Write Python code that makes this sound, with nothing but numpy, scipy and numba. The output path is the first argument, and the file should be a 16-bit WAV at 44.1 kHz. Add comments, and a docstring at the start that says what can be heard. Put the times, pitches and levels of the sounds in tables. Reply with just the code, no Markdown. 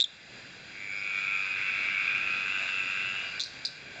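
"""First a small tree frog on a nearby leaf gives one brief ratchety note, a quick run of tiny tones. Farther
off, one frog and then another bleat: pulses ring their throats in long overlapping trills that slow down and
rise in tone. Insects and a distant caller buzz thinly meanwhile, and a far frog starts to croak. Near the end a
neighbour answers the tree frog twice. All along, leaves scatter the notes and trills over a distant chorus and
a low rumble, and the recorder turns itself down after sharp notes."""
import sys
import numpy as np
from scipy import signal
from scipy.fft import rfft, irfft
from scipy.io import wavfile
from scipy.ndimage import uniform_filter1d
from numba import njit

SR = 44100
rng = np.random.default_rng(int(sys.argv[2]) if len(sys.argv) > 2 else 0)


def inscribe(sig):
    """Save sig as 16-bit PCM at rate SR to the path in sys.argv[1].

    A 1-D sig is mono; a 2-D sig holds one channel per row.
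    Samples are clipped to [-1, 1] before scaling.
    """
    pcm = np.round(np.clip(np.atleast_2d(sig).T, -1, 1) * 32767)
    wavfile.write(sys.argv[1], SR, pcm.astype(np.int16))


N = 176400  # 4 seconds


# the tiny tones in the close frog's note: t/s, level/dB, f/Hz, length/s
TREE_FROG_PULSES = [(.0022, -6.8, 3580, .0038), (.0092, -3.2, 3680, .004), (.0173, -4.8, 3760, .0048),
                    (.0246, -7.5, 3850, .0062), (.04, -8, 3540, .0108)]

def tree_frog():
    """A close frog's ratchety note, with only a little echo from the leaves."""
    call = note(TREE_FROG_PULSES, sag_hz_per_s=65000, overtone_db=-21, rasp_db=-27, skew=.45)
    return undb(.5) * foliage(call, leaves_db=-20, leaves_s=.014, tail_db=-19, tail_s=.35)


# the tiny tones in the two answering notes: t/s, level/dB, f/Hz, length/s
ANSWER_PULSES = [(3.3964, -19.5, 3850, .0015), (3.4031, -13.5, 4050, .0015), (3.4104, -15, 4100, .0016),
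                 (3.4178, -16.5, 4250, .0018), (3.425, -24, 4600, .002), (3.436, -16.5, 4400, .002),
                 (3.4431, -23, 4550, .0016), (3.4593, -28, 4600, .0016), (3.4673, -32, 4300, .0016),
                 (3.65, -18, 4200, .0016), (3.6516, -21, 4700, .003), (3.6549, -15.5, 4500, .0018),
                 (3.6568, -17, 4700, .0028), (3.6654, -21, 4100, .003), (3.6735, -29, 3800, .004)]

def neighbour():
    """Another tree frog answers twice, raspier and more scattered by the leaves."""
    call = note(ANSWER_PULSES, sag_hz_per_s=17000, overtone_db=-35, rasp_db=-15, skew=.89)
    return undb(1.5) * foliage(call, leaves_db=-5.5, leaves_s=.014, tail_db=-8, tail_s=.45)


# how each frog's bleat changes as it goes: t/s, pulse rate/Hz, throat f/Hz, level/dB
EARLY_BLEAT = [(.6945, 101, 2110, -52), (.8, 100.4, 2190, -45), (.95, 99.6, 2290, -39),
               (1.15, 98.1, 2360, -33.5), (1.4, 96.3, 2440, -34), (1.6, 95.4, 2560, -36.5),
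               (1.8, 94.8, 2600, -36), (2.1, 94, 2590, -35.5), (2.3, 93.5, 2560, -44)]
LATE_BLEAT = [(1.5462, 104.7, 2150, -39.5), (1.88, 100.5, 2274, -35.5), (2.0, 99.26, 2290, -34),
              (2.199, 97.08, 2515, -34), (2.548, 96.19, 2670, -33), (2.9, 94.66, 2650, -34),
              (3.199, 95.66, 2783, -35), (3.398, 94.8, 2820, -51)]
# the steady tones at which a frog's body rings: f/Hz, width/Hz, level/dB
BODY_TONES = [(1480, 290, -11.5), (1960, 450, -13.5)]

def bleats():
    """Slowing pulses ring two rising throat tones, and body tones that grow as the vocal sac fills."""
    throats, bodies, t = np.zeros(N), np.zeros(N), times()
    fade_s, sac_fill_s, band_hz = .049, 1, (840, 6700)
    for bleat in (EARLY_BLEAT, LATE_BLEAT):
        at, rate, hz, db = np.array(bleat).T
        start, length = at[0], at[-1] - at[0]
        pulses = clicks(np.interp(t, at, rate), jitter=.0035, scatter_db=1.2, start=start)
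        effort = undb(np.interp(t, at, db) + .39 * drift(18)) * swell(start, length, fade_s, fade_s)
        effort *= np.sqrt(np.mean(t > start))  # so a late start does not make the call louder
        pitch = np.interp(t, at, hz) * (1 + .01 * drift(70))
        upper_hz = 3216 + .43 * (pitch - hz[0])  # follows only part of the rise
        lower = unit(ring(pulses, pitch, width_hz=220))
        upper = unit(ring(pulses, upper_hz, width_hz=190))
        throats += effort * (lower + undb(-16) * upper)
        body = sum(undb(level) * unit(ring(pulses, f, width)) for f, width, level in BODY_TONES)
        sac_fullness = np.clip(.32 + (t - start) / sac_fill_s, 0, 1)
        bodies += effort * body * sac_fullness
    throats = foliage(throats, leaves_db=-7, leaves_s=.008, tail_db=-3, tail_s=.55)
    bodies = foliage(bodies, leaves_db=-8, leaves_s=.004, tail_db=-4, tail_s=.7)
    return signal.sosfilt(signal.butter(2, band_hz, "bandpass", fs=SR, output="sos"), throats + bodies)


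# brief loud peaks in the bleats: t/s, level/dB, f/Hz
BLEAT_PEAKS = [(1.476, -21, 2450), (1.885, -21, 2450), (1.906, -22, 2450), (2.149, -17.5, 2490),
               (2.159, -18, 2550), (2.1794, -17.5, 2610), (2.2727, -21, 2610), (2.2844, -22, 2630),
               (2.2944, -23, 2610), (3.202, -23, 2700)]

def bleat_peaks(length_s=.0035):
    """Short tones add brief loud peaks that stand out from the bleats' pulses."""
    tones = [(start, db, hz, length_s) for start, db, hz in BLEAT_PEAKS]
    peaks = note(tones, sag_hz_per_s=20000, overtone_db=-45, rasp_db=-34, skew=.6)
    return foliage(peaks, leaves_db=-11, leaves_s=.006, tail_db=-10, tail_s=.5)


# each high buzz, from insects near 7 kHz or a distant caller near 4.8 kHz: t/s, length/s, f/Hz, level/dB
HIGH_BUZZES = [(.77, 0.8, 7000, -61.5), (2.433, 0.82, 7000, -60), (0.894, 0.19, 4870, -53),
               (1.38, 0.22, 4750, -53.5), (3.223, 0.32, 4710, -54.5)]

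def high_buzzes():
    """Thin high buzzes come and go, each a narrow band of fluttering hiss: insects near 7 kHz, a distant caller
    near 4.8 kHz."""
    out = np.zeros(N)
    for start, length, hz, db in HIGH_BUZZES:
        hiss = ring(rng.standard_normal(N), hz, width_hz=280)
        buzz = unit(hiss * undb(2 * drift(120)))
        out += buzz * undb(db) * swell(start, length, attack_s=.043, release_s=.078)
    return out


# each short, low croak: t/s, length/s, level/dB
FAR_CROAKS = [(2.563, 0.099, -52.5), (3.134, 0.17, -57), (3.947, 0.19, -53)]

def croaks():
    """A far frog's uneven pulses ring one low, dull tone."""
    voice = unit(ring(clicks(rate_hz=70, jitter=.297, scatter_db=1.2), hz=678, width_hz=113))
    return voice * sum(undb(db) * swell(start, length, .0078, .014) for start, length, db in FAR_CROAKS)


# how loud the far trills are: t/s, level/dB
TRILL_LEVELS = [(0, -102), (.65, -54), (1.7, -36.5), (3.379, -39), (3.5, -49.5), (4, -48.5)]

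def far_trills():
    """Two trilling frogs stand out of the chorus, blurred by the leaves."""
    pulses = np.zeros(N)
    for rate_hz in (88, 110):
        train = clicks(rate_hz * (1 + .04 * drift(5)), jitter=.0502, scatter_db=3.5)
        pulses += train * undb(1.2 * drift(6))
    upper = unit(ring(pulses, hz=2422, width_hz=450))
    lower = unit(ring(pulses, hz=1552, width_hz=180))
    trills = foliage(upper + undb(-4) * lower, leaves_db=2, leaves_s=.018, tail_db=-6, tail_s=.92)
    return unit(trills) * undb(curve(TRILL_LEVELS))


# the chorus's mix of low and high sound: f/Hz, level/dB
CHORUS_COLOUR = [(300, -23), (700, -9.5), (1050, -9.5), (1300, -5.5), (1550, 3), (1900, -1), (2650, 4.5),
                 (3300, 1), (3700, -4.5), (4100, -0.5), (4400, -7.5), (4750, 0.5), (5400, -15.5),
                 (6300, -16), (7250, -9.5), (7900, -27), (8800, -27)]
# how loud the chorus is: t/s, level/dB
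CHORUS_LOUDNESS = [(0, -44), (0.601, -48.5), (1.298, -44), (3.3, -42.5), (3.55, -45), (4, -46)]

def chorus():
    """Countless far callers merge into a flickering wash of noise."""
    return coloured_noise(CHORUS_COLOUR) * undb(curve(CHORUS_LOUDNESS) + .87 * drift(12))


# the rumble's mix of low and high sound: f/Hz, level/dB
AIR_COLOUR = [(40, -14), (120, 1.5), (300, -3), (700, -6), (1050, -20), (3000, -40.5)]
# how loud the rumble is: t/s, level/dB
AIR_LOUDNESS = [(0, -55), (.7, -57.5), (1.5, -55.5), (2.3, -53), (4, -55)]

def night_air():
    """The night air makes a low, wavering rumble."""
    return coloured_noise(AIR_COLOUR) * undb(curve(AIR_LOUDNESS) + drift(14))


def note(pulses, sag_hz_per_s, overtone_db, rasp_db, skew):
    """Each pulse is a short tone that swells fast and sags in pitch, with an octave and some rasp."""
    out = np.zeros(N)
    rasp = unit(ring(rng.standard_normal(N), hz=5200, width_hz=2400))
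    for start, db, hz, length in pulses:
        age = np.clip(times() - start, 0, length)
        phase = 2 * np.pi * (hz * age - sag_hz_per_s * age * (age - length / 2) / 2)
        shape = np.sin(np.pi * (age / length) ** skew) ** 2  # a smaller skew peaks sooner
        tone = np.sin(phase) + undb(overtone_db) * np.sin(2 * phase)
        out += undb(db) * shape * (tone + undb(rasp_db) * rasp)
    return out


def clicks(rate_hz, jitter, scatter_db, start=0):
    """A train of pulses, uneven in timing (jitter, a share of one gap) and in strength."""
    timing, strength = rng.standard_normal((512, 2)).T
    cycles = np.cumsum(rate_hz * np.ones(N)) / SR
    due = np.arange(len(timing)) + jitter * timing
    at = np.interp(due, cycles - cycles[int(start * SR)], np.arange(N))
    size = undb(scatter_db * strength) * (at < N - 1)
    i = at.astype(int)  # each pulse is shared between samples i and i + 1
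    return (np.bincount(i, size * (1 - at + i), N + 1) + np.bincount(i + 1, size * (at - i), N + 1))[:N]


def foliage(x, leaves_db, leaves_s, tail_db, tail_s):
    """Direct sound, quick echoes off nearby leaves, and a longer tail from the bush."""
    t = np.arange(SR // 2) / SR
    noise = rng.standard_normal((2, len(t))) * (t > .0015)
    early = noise[0] * np.exp(-t / leaves_s)
    late = noise[1] * np.exp(-np.log(1000) * t / tail_s)  # falls 60 dB in tail_s
    echo = (undb(leaves_db) * unit(early) + undb(tail_db) * unit(late)) / np.sqrt(len(t))
    return x + signal.fftconvolve(x, echo)[:N]


def ring(x, hz, width_hz):
    """Make a sound ring at one pitch by filtering it twice."""
    centre, wide = hz * np.ones(len(x)), float(width_hz) * np.pi / 2
    return band_pass(band_pass(x, centre, wide), centre, wide)


@njit
def band_pass(x, hz, width_hz):
    """Keep only the sound near a pitch that may move."""
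    y, band_state, low_state = np.empty(len(x)), 0., 0.
    for i in range(len(x)):
        tuning, damping = np.tan(np.pi * hz[i] / SR), width_hz / hz[i]
        band = (band_state + tuning * (x[i] + 1e-18 - low_state)) / (1 + tuning * (tuning + damping))
        band_state = 2 * band - band_state
        low_state += 2 * tuning * band
        y[i] = damping * band
    return y


def coloured_noise(spectrum):
    """Noise shaped by (f/Hz, level/dB) points."""
    hz, db = np.array(spectrum).T
    f = np.maximum(np.arange(N // 2 + 1) * SR / N, 1)
    gain = undb(np.interp(np.log(f), np.log(hz), db))
    return unit(irfft(rfft(rng.standard_normal(N)) * gain, N))


def drift(rate_hz):
    """A smooth random wobble of size about 1."""
    hold = int(SR / rate_hz)
    steps = np.repeat(rng.standard_normal(N // hold + 2), hold)
    return unit(uniform_filter1d(steps, hold)[:N])


def swell(start, length, attack_s, release_s):
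    """Fade in, hold, fade out."""
    age = times() - start
    return np.clip(age / attack_s, 0, 1) * np.clip((length - age) / release_s, 0, 1)


def curve(points):
    """Join (t/s, value) points with straight lines."""
    return np.interp(times(), *np.array(points).T)


def undb(db):
    """Turn decibels into a multiplier."""
    return 10 ** (np.asarray(db) / 20)


def unit(x):
    """Scale to an average strength (rms) of 1."""
    return x / np.sqrt(np.mean(x ** 2) + 1e-20)


def times():
    """The time of each sample in seconds."""
    return np.arange(N) / SR


@njit
def follow(x, attack_s, release_s):
    """Track loudness, rising over attack_s and falling over release_s."""
    y, level = np.empty(len(x)), 0.
    for i in range(len(x)):
        lag_s = attack_s if abs(x[i]) > level else release_s
        level += (abs(x[i]) - level) / (lag_s * SR)
        y[i] = level
    return y


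def scene():
    """All the callers and the night air, heard from one spot."""
    frogs = tree_frog() + neighbour() + bleats() + bleat_peaks()
    background = high_buzzes() + croaks() + far_trills() + chorus() + night_air()
    return (frogs + background)[None]


# narrow bands that the recorder cuts out: f/Hz, width/Hz
RECORDER_DIPS = [(3010, 450), (4400, 150), (8000, 170)]

def record(dry):
    """The recorder turns down after loud high notes, then cuts narrow bands and the highest treble."""
    listen_above_hz, threshold_db, duck_strength = 3260, -28.5, .47
    roll_off_hz, top_hz = 7820, 8900
    treble = signal.sosfilt(signal.butter(4, listen_above_hz, "highpass", fs=SR, output="sos"), dry[0])
    level = follow(treble, attack_s=.00092, release_s=.13)
    out = dry * np.maximum(level / undb(threshold_db), 1) ** -duck_strength
    for hz, width in RECORDER_DIPS:
        out = signal.lfilter(*signal.iirnotch(hz, hz / width, fs=SR), out)
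    out = signal.sosfilt(signal.butter(8, roll_off_hz, fs=SR, output="sos"), out)
    return signal.sosfilt(signal.ellip(10, .2, 80, top_hz, fs=SR, output="sos"), out)


dry = scene()
out = record(dry)
inscribe(out)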